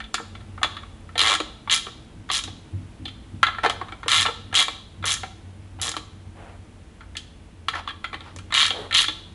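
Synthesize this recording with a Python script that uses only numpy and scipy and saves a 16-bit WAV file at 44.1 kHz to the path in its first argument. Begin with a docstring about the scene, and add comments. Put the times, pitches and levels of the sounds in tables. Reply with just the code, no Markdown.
"""First comes the room: hiss, faint motor hum and an uneven low rumble from outside, with a socket knocking at
once. In a garage, close to the microphone, a small hand ratchet tightens bolts on a metal engine block. On each
back stroke the pawl snaps over a run of teeth; between strokes the socket knocks and scuffs on the bolt. Blows
ring a bank of steel modes and add crack and rattle noise; sparse echoes make the garage. The background is
shaped noise, sines and noise-driven low resonances; all is almost mono, with a faint left-right difference in
the treble."""
import sys
import numpy as np
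from scipy import signal
from scipy.fft import rfft, irfft, next_fast_len
from scipy.io import wavfile
from scipy.ndimage import uniform_filter1d

SR = 44100
rng = np.random.default_rng(int(sys.argv[2]) if len(sys.argv) > 2 else 0)


def materialize(psi):
    """Save the field psi as 16-bit PCM at rate SR to the path in sys.argv[1].

    A 1-D psi becomes a single channel; in a 2-D psi each row is a channel.
    """
    bounded = np.clip(np.atleast_2d(psi).T, -1, 1)
    quanta = np.round(bounded * 32767).astype(np.int16)
    wavfile.write(sys.argv[1], SR, quanta)


N = 411894  # length [samples]


def gain_of(db):
    """Decibels to amplitude."""
    return 10 ** (np.asarray(db) / 20)


def evened(x):
    """Scales to rms 1 along time."""
    return x / np.sqrt(np.mean(x ** 2, -1, keepdims=True) + 1e-20)


def read(points, hz):
    """Reads a (frequency [Hz], value) table on a log-frequency axis."""
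    f, value = np.transpose(points)
    return np.interp(np.log(hz + 1), np.log(f + 1), value)


def coloured(x, points):
    """Filters by a (frequency [Hz], level [dB]) table, without phase shift."""
    length = x.shape[-1]
    size = next_fast_len(length)
    gain = gain_of(read(points, np.fft.rfftfreq(size, 1 / SR)))
    return irfft(rfft(x, size) * gain, size)[..., :length]


def resonate(x, hz, width):
    """A resonance that may glide: shifts the curve hz down to zero, smooths, and shifts back."""
    turn = np.exp(2j * np.pi * np.cumsum(hz * np.ones(len(x))) / SR)
    r = np.exp(-np.pi * width / SR)
    smooth = signal.lfilter([1 - r], [1, -r], x / turn)
    return 2 * (turn * smooth).real


def wander(per_s):
    """Slow random curve of rms 1, a sum of sines up to per_s cycles a second."""
    t = np.arange(0, N + 256, 256) / SR
    speeds = per_s * np.geomspace(.05, 1, 24)
    waves = sum(np.sin(2 * np.pi * (f * t + rng.random())) / np.sqrt(f) for f in speeds)
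    return np.interp(np.arange(N) / SR, t, evened(waves))


# Spectrum of air and microphone hiss: (frequency [Hz], relative density [dB per Hz])
HISS_SPECTRUM = [(25, -4.5), (55, 6), (100, -4.5), (220, -7), (400, -15), (700, -17.5), (1500, -23),
                 (3200, -26), (5000, -33.5), (11000, -36)]
HISS_DB, HISS_DRIFT_DB = -46, 0.8  # mean level, rms drift
# Faint hum of motor and mains, its steady tones: (frequency [Hz], mean level [dB])
HUM_TONES = [(58.5, -59.5), (240, -67), (329, -63), (439, -68), (897, -79), (1530, -76)]
# The motor's strongest overtone fades: (time [s], level [dB])
MOTOR_OVERTONE = [(0, -51), (1.1, -57), (2.3, -58.5), (9.34, -61)]
MOTOR_OVERTONE_HZ = 219.8
# Low rumble from outside: (time [s], boom pitch [Hz], relative boom level [dB])
RUMBLE_COURSE = [(0, 96, -74), (.3, 95, -44), (1.35, 87, -45), (1.5, 105, -57), (2, 119, -50.5),
                 (2.2, 94, -56), (4, 96, -46.5), (6.7, 93, -44.5), (6.901, 86.5, -44.5), (8.199, 85.5, -49),
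                 (8.351, 93, -47.5), (9.34, 92, -46)]
# Dull thumps from outside: (time [s], relative boom level [dB])
OUTSIDE_THUMPS = [(2.148, -32), (2.437, -31), (2.726, -23), (2.995, -28.5), (3.33, -29.5), (3.66, -35),
                  (4.169, -31), (4.438, -36), (4.976, -32), (5.74, -36), (6.259, -38), (8.344, -36),
                  (8.931, -39)]
THUMP_RISE_S, THUMP_T60_S = 0.012, 0.45  # rise time constant, fall by 60 dB
# Low tones of the room above the boom: (frequency [Hz], width of each filter pass [Hz], relative level [dB])
ROOM_TONES = [(130, 14, 0), (173, 26, 0), (214.8, 17, -2), (261.3, 11, 0.5), (313, 22, -0.5)]
ROOM_TONES_DB, LUMPY_DB = -58.5, 1.6  # mean level of room tones; rms unevenness of boom and room tones
THUMP_ROOM_DB = -8.5  # gain of the thump envelope in the room tones, against the boom's


def hiss():
    """Air and microphone noise: shaped random noise that drifts slightly in level."""
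    level = gain_of(HISS_DB + HISS_DRIFT_DB * wander(0.9))
    return level * evened(coloured(rng.standard_normal(N), HISS_SPECTRUM))


def motor_hum():
    """Steady sines wavering in level, and one overtone that follows a level curve."""
    t = np.arange(N) / SR
    hum = np.zeros(N)
    for hz, db in HUM_TONES:
        hum += gain_of(db + 0.53 * wander(0.72)) * np.sqrt(2) * np.sin(2 * np.pi * hz * t)
    overtone = np.sqrt(2) * np.sin(2 * np.pi * MOTOR_OVERTONE_HZ * t)
    return hum + gain_of(np.interp(t, *np.transpose(MOTOR_OVERTONE))) * overtone


def outside_rumble():
    """A gliding boom of tone and resonant noise, and the room's low tones; thumps swell both."""
    t = np.arange(N) / SR
    s, hz, db = np.transpose(RUMBLE_COURSE)
    after, starts = t[:SR // 2], np.zeros(N)
    swell = 0.75 * (1 - np.exp(-after / THUMP_RISE_S)) * gain_of(-60 * after / THUMP_T60_S)
    for at, thump_db in OUTSIDE_THUMPS:
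        starts[round(at * SR)] = gain_of(thump_db)
    thumps = signal.oaconvolve(starts, swell)[:N]
    boom_size = gain_of(np.interp(t, s, db) + LUMPY_DB * wander(6.)) + thumps
    room_size = gain_of(ROOM_TONES_DB + LUMPY_DB * wander(7.3)) + gain_of(THUMP_ROOM_DB) * thumps
    boom_hz, noise = np.interp(t, s, hz), rng.standard_normal(N)
    tone = np.sqrt(2) * np.sin(2 * np.pi * np.cumsum(boom_hz) / SR)
    boom_noise = evened(resonate(resonate(noise, boom_hz, 28.0), boom_hz, 22.0))
    boom = 0.68 * tone + .5 * boom_noise
    room = np.zeros(N)
    for f, width, tone_db in ROOM_TONES:
        room += gain_of(tone_db) * evened(resonate(resonate(noise, f, width), f, width))
    return boom_size * boom + room_size * evened(room)


def background():
    """The bed heard from the start: hiss, motor hum and rumble from outside."""
    return hiss() + motor_hum() + outside_rumble()


# Where thud, handle ring, head ring and snap lie: (thud [Hz], handle [Hz], head [Hz], snap [Hz])
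ZONES = (550, 1400, 3400, 8000)
# Modes of wrench, socket and block: (frequency [Hz], relative level [dB], t60 before extra damping [s])
STEEL_MODES = [(310, -3, 0.2), (379.5, -4.5, 0.1), (463, -2.5, 0.14), (588, 0, 0.06), (757, 6, 0.06),
               (877, -5, 0.12), (1128, 12, 0.035), (1285, -3, 0.19), (1341.6, 3, 0.12), (1680, -2.5, 0.15),
               (1810, 0.5, 0.12), (2060, -1, 0.1), (2280, -25, 0.23), (2334, -4, 0.18), (2900, 4.5, 0.022),
               (3180, -10, 0.16), (3200, -3, 0.18), (3280, -14, 0.033), (3420, 1, 0.13), (3770, -1.5, 0.16),
               (3800, -5, 0.084), (4066, 2.5, 0.035), (4470, -16.5, 0.15), (5024, -11.5, 0.054),
               (6186, -2, 0.032), (6770, -8, 0.23), (7364, -2, 0.031), (6950, -31.5, 0.071)]
# Countless small modes heard as noise, the sharp crack and the rattle after it: relative dB, t60 in s
CRACK_DB, CRACK_T60_S, RATTLE_DB, RATTLE_T60_S = 0., 0.0052, -10, 0.099
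# While the parts still touch they damp each other: extra first swing over the free ring, and its t60
TOUCH_DB, TOUCH_T60_S = 4.3, 0.012


def steel_modes(t, damping):
    """Twelve versions of the decaying modes, each detuned by another grip."""
    hz, db, t60 = np.transpose(STEEL_MODES)[:, :, None]
    # each mode is a cluster of three near neighbours
    detuned = hz * (1 + 0.0144 * rng.standard_normal((3, 12, len(hz), 1)))
    swing = np.sin(2 * np.pi * (detuned * t + rng.random(detuned.shape))).sum(0) / np.sqrt(3)
    free = gain_of(db - 60 * damping * t / t60)
    touching = 1 + gain_of(TOUCH_DB - 60 * t / TOUCH_T60_S)
    # the ring swells over a few cycles as the blow spreads through the steel
    spread = 1 - np.exp(-t * hz / 1.45)
    return free * touching * spread * swing


def blows(rows, uneven_db, contact_ms, damping, rattle_db):
    """Rows (time, thud, handle, head, snap dB): each rings the steel, cracks and rattles."""
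    size, lead = 3072, 128  # samples; the lead leaves room for the filters' pre-ringing
    t, out = np.arange(size) / SR, np.zeros(N + 3 * size)
    modes, mode_hz = steel_modes(t, damping), np.transpose(STEEL_MODES)[0]
    crack = gain_of(CRACK_DB - 60 * t / CRACK_T60_S)
    rattle = gain_of(RATTLE_DB - 60 * t / RATTLE_T60_S) * (1 - crack / crack[0])
    for s, thud_db, handle_db, head_db, snap_db in rows:
        colour = list(zip(ZONES, (thud_db, handle_db, head_db, snap_db)))
        where, grit, noise = rng.standard_normal((3, size))
        # every blow lands elsewhere, so the modes are stirred unevenly
        stirred_db = read(colour, mode_hz) - 14.0 + uneven_db * where[:len(mode_hz)]
        stirred = np.sign(where[-len(mode_hz):]) * gain_of(stirred_db)
        snap_colour = [(1500, snap_db - 10.5), (5000, snap_db), (10500, snap_db + 2.0)]
        snap = coloured(np.roll(np.sign(noise) * crack, lead), snap_colour)
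        shake_colour = [(200, thud_db - 24.5)] + colour[:-1]
        shake_colour += [(4300, head_db - 1.0), (5300, snap_db - 1.5), (10500, snap_db - 9.5)]
        shake = coloured(np.roll(noise * rattle, lead), shake_colour)
        ring = np.roll(stirred @ modes[rng.integers(len(modes))], lead) + 1.31 * snap
        # the contact: one main impact and a cluster of small ones
        contact = 0.8 * (abs(grit) > 2.2) * np.sign(grit) * np.exp(-t * 1000 / contact_ms)
        contact[0] = 1
        sound = signal.fftconvolve(ring, contact / np.linalg.norm(contact))
        sound[:size] += gain_of(rattle_db) * shake
        at = size + round(s * SR) - lead
        out[at:at + len(sound)] += sound
    return out[size:size + N]


# Socket against bolt; levels stand before the common socket gain:
# (time [s], handle ring [dB], brightness [dB], thud over the handle ring [dB])
SOCKET_KNOCKS = [(0.003, -22.5, -5.5, -22), (0.04, -36.5, 3, -19), (0.18, -16, -34, -27),
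                 (0.197, -29.5, -27, 6), (0.351, -33.5, -3.5, -9.5), (0.404, -38.5, -5, -43),
                 (0.577, -23, -21.5, -15), (0.615, -24.5, -19, -4), (0.644, -18.5, -3, 0),
                 (0.767, -25.5, -2.5, -21), (0.832, -30, -11, -30), (1.091, -34, -14, -26),
                 (1.155, -24, -3.5, 0), (1.675, -28, -8, -4), (1.697, -21, 9.5, -31), (1.866, -30.5, -1, 6),
                 (1.884, -36, -12, -3), (2.29, -22.5, -7, -30), (2.3, -19.5, 2, -6.5),
                 (2.476, -33.5, 3.5, 6), (3.054, -41, 19, 6), (3.08, -35, 9.5, -22),
                 (3.43, -0.5, -9.5, -30), (3.467, -11.5, -6, -17.5), (3.484, -15, -20, -18),
                 (3.546, -22, -18, -28), (3.584, -17.5, -14, -13), (3.635, -16.5, -10, -1),
                 (3.648, -10, -13, 0), (3.661, -9.5, -5.5, 2.5), (3.813, -21.5, -13, 0),
                 (3.884, -27, -11, -19), (3.921, -23.5, -11, -3), (4.031, -25, -9, -7),
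                 (4.06, -28, -11, 6.5), (4.251, -9.5, -21, -9), (4.262, -13, -0.5, -10),
                 (4.282, -15.5, -25, 2.5), (4.527, -15, -12, -10), (4.513, -39.5, -15, -18),
                 (5.026, -28, -6, -12), (5.04, -16.5, -10, -11), (5.165, -27, -10, -25),
                 (5.233, -20, -9.5, 1.5), (5.797, -28.5, -9, -11), (5.939, -22.5, -12, -13),
                 (5.787, -36, -15, 3), (7.007, -27, -17, -26), (7.034, -40, -26, -25),
                 (7.152, -30.5, -5, -25), (7.736, -16.5, -28, -18), (7.753, -13.5, -14.5, -19),
                 (7.875, -25, -4, -5), (7.888, -27.5, 1.5, -24), (7.904, -30.5, 0, -8),
                 (8.042, -15.5, -7, -10.5), (8.13, -23.5, -8, -4), (8.142, -24.5, -1.5, -2.5),
                 (8.206, -37, 5, 6), (8.505, -31, -4, -24), (8.523, -17, 1, -8), (8.705, -22, 6.5, -1.5),
                 (8.91, -16.5, -8.5, -20), (8.926, -20, 5, -8), (9.082, -20, 6, 0)]
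# Brightness lifts the head ring one for one, the snap by this share; the snap starts from its level over the ring
DULL_SNAP_DB, SNAP_SHARE = -18.5, 0.85
# The socket seats or the play in the drive closes, edge on edge; levels before the common socket gain:
# (time [s], handle ring [dB], and over it: head ring [dB], snap [dB], thud [dB])
SOCKET_CLACKS = [(0.142, -14, 3, -3.5, -17), (0.631, -8, -1.5, -13.5, -30), (1.401, -18.5, -1, -11, 9),
                 (2.438, -29.5, 4, 3.5, -23), (3.697, -15.5, 0.5, -8.5, -5), (4.542, -11.5, -4.5, -13, -23),
                 (4.682, -21.5, 3.5, -13, 1), (5.966, -22, 1.5, -5, 6), (7.168, -30, 11.5, 6, -34),
                 (7.684, -17, 3.5, -10, -14), (8.362, -36, -1, 1.5, -1), (8.387, -30, -6, -8.5, -15)]


def socket():
    """Dull knocks, long in contact, and sharp short clacks of the socket on the bolt head."""
    dull = []
    for s, db, bright, thud in SOCKET_KNOCKS:
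        snap_db = db + DULL_SNAP_DB + SNAP_SHARE * bright
        dull.append((s, db + thud, db, db + bright, snap_db))
    sharp = [(s, db + thud, db, db + head, db + snap) for s, db, head, snap, thud in SOCKET_CLACKS]
    knocks = blows(dull, uneven_db=2.5, contact_ms=4.76, damping=1.63, rattle_db=7.0)
    clacks = blows(sharp, uneven_db=1.5, contact_ms=1.64, damping=1.7, rattle_db=6.0)
    return gain_of(1.5) * (knocks + clacks)  # common socket gain


# How long the garage echoes last: (frequency [Hz], t60 [s])
GARAGE_DECAY = [(300, 0.63), (800, 0.55), (2100, 0.44), (4000, 0.62), (9000, 0.4)]
GARAGE_DB, TURNS_PER_S = -12, 9.  # echo gain; cycles of the three echo patterns' shares


def garage(x):
    """Sparse echoes, each band dying at its own speed; three patterns take turns, so the tail flutters slightly."""
    at = np.arange(200, SR // 2 - 20, 20)  # one echo in every 20 samples
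    out, turn = np.zeros(N), 2 * np.pi * TURNS_PER_S * np.arange(N) / SR
    for k in range(3):
        taps = np.zeros(SR // 2)
        taps[at + rng.integers(0, 20, len(at))] = rng.choice([-1., 1.], len(at))
        hz, t, z = signal.stft(taps, SR, nperseg=256)
        fading = gain_of(-60 * t / read(GARAGE_DECAY, hz)[:, None])
        tail = signal.istft(z * fading, SR, nperseg=256)[1]
        share = np.sqrt(2 / 3) * np.cos(turn + k * np.pi / 3)  # the squares sum to 1
        out += signal.fftconvolve(x * share, tail / np.linalg.norm(tail))[:N]
    return gain_of(GARAGE_DB) * out


# Swing of each back stroke: (first tooth time [s], lasts [s], speed at start [teeth/s],
# speed at end [teeth/s], extra speed in mid swing [teeth/s])
BACK_SWINGS = [(1.1788, .176, 71, 79, 37), (1.7083, .0773, 180, 0, 45), (2.3151, .079, 150, 68, 35),
               (4.0816, .15, 87, 87, 76), (4.552, .0902, 135, 0, 97), (5.0554, .088, 152, 62, 51),
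               (5.8153, .104, 142, 5, 36), (8.5407, .1565, 120, 0, 90), (8.942, .1189, 178, 0, 52)]
# Grip in each swing: (snap [dB], and over it: head ring at start [dB], at end [dB],
# extra in mid swing [dB], handle ring [dB], thud [dB])
SWING_GRIPS = [(-19.5, 9.5, 4, 0.5, 3, -5), (-18.5, 10.5, 1, -4, -7.5, -22), (-22, 8, -1.5, 3.5, -7.5, -22),
               (-18.5, 2.5, -.5, 6, -0.5, -21), (-17.5, 11.5, 2.5, -1, -4.5, -16),
               (-18.5, -4, -5, 8, -8, -20.5), (-19.5, -4, -2, -2, -11, -14.5), (-21, 10, 0.5, 5.5, .5, -21),
               (-21, 16, -4, 5.5, -1.5, -23.5)]
SNAP_SPREAD_DB, RING_SPREAD_DB = 3, 2.1  # teeth differ in how hard they snap and how much they ring


def ratchet():
    """A tooth snaps each time the swing turns the gear one tooth on; the grip sets how head and handle join in."""
    rows = []
    for swing, grip in zip(BACK_SWINGS, SWING_GRIPS):
        s, lasts, first, last, mid = swing
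        db, start_db, end_db, mid_db, handle_db, thud_db = grip
        along = np.arange(0, lasts, 1 / SR) / lasts
        arch = np.sin(np.pi * along)
        turned = np.cumsum(first + (last - first) * along + mid * arch) / SR  # teeth passed
        at = np.searchsorted(turned, np.arange(turned[-1]))
        snap, ring = rng.standard_normal(size=(len(at), 2)).T
        ring_db = db + RING_SPREAD_DB * ring
        head_db = start_db + (end_db - start_db) * along[at] + mid_db * arch[at]
        snap_db = db + SNAP_SPREAD_DB * snap
        rows += zip(s + at / SR, ring_db + thud_db, ring_db + handle_db, ring_db + head_db, snap_db)
    return blows(rows, uneven_db=1.5, contact_ms=0.22, damping=1.3, rattle_db=5.5)


# Sleeve and fingers rub on metal: (start time [s], lasts [s], relative level [dB], band frequency [Hz])
METAL_RUBS = [(3.631, 0.045, -27, 900), (6.349, 0.24, -51, 700), (7.73, 0.091, -37, 1040),
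              (8.235, 0.11, -50.5, 1070), (8.723, 0.19, -41, 495)]


def rubs():
    """Gritty noise in a wide band, quick to rise and slow to fade."""
    out = np.zeros(N)
    for s, lasts, db, hz in METAL_RUBS:
        u = np.linspace(0, 1, round(lasts * SR))
        unevenness = evened(uniform_filter1d(rng.standard_normal(len(u)), 90))
        grit = rng.standard_normal(len(u)) * gain_of(1.4 * unevenness)
        band_shape = [(hz / 3, -18), (hz / 1.17, 0), (hz * 0.99, 0), (hz * 4, -16), (hz * 8, -34)]
        band = evened(coloured(grit, band_shape))
        out[round(s * SR):][:len(u)] += gain_of(db) * band * 4.6 * np.sqrt(u) * (1 - u)
    return out


# Faint difference between left and right, stronger in the treble; side against middle: (frequency [Hz], level
# [dB])
LEFT_RIGHT_DIFFERENCE = [(60, -40), (300, -24), (2800, -32.5), (5000, -15.5), (10000, -11)]


def scene():
    """All sources together, almost mono, with a faint left-right difference from a phase-scrambled copy."""
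    steel = ratchet() + socket() + rubs()
    middle = steel + garage(steel) + background()
    z = signal.stft(middle, nperseg=512)[2]
    random_phase = np.exp(2j * np.pi * rng.random(z.shape))
    scattered = signal.istft(z * random_phase, nperseg=512)[1][:N]
    side = coloured(scattered, LEFT_RIGHT_DIFFERENCE)
    return np.array([middle + side, middle - side])


ROLL_OFF_HZ, EDGE_HZ = 11000, 12263  # treble roll-off and final band limit


def record(dry):
    """Bass cut, treble roll-off, ceiling near full scale and band limit of the recorder."""
    bass_cut = signal.butter(2, 26., "high", fs=SR, output="sos")
    roll_off = signal.cheby1(15, .5, ROLL_OFF_HZ, fs=SR, output="sos")
    rolled = signal.sosfilt(roll_off, signal.sosfilt(bass_cut, dry))
    held = np.clip(rolled, -.95, .95)
    band_limit = signal.firwin(511, EDGE_HZ, window=("kaiser", 9), fs=SR)
    return signal.oaconvolve(held, band_limit[None], "same")


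dry = scene()
out = record(dry)
materialize(out)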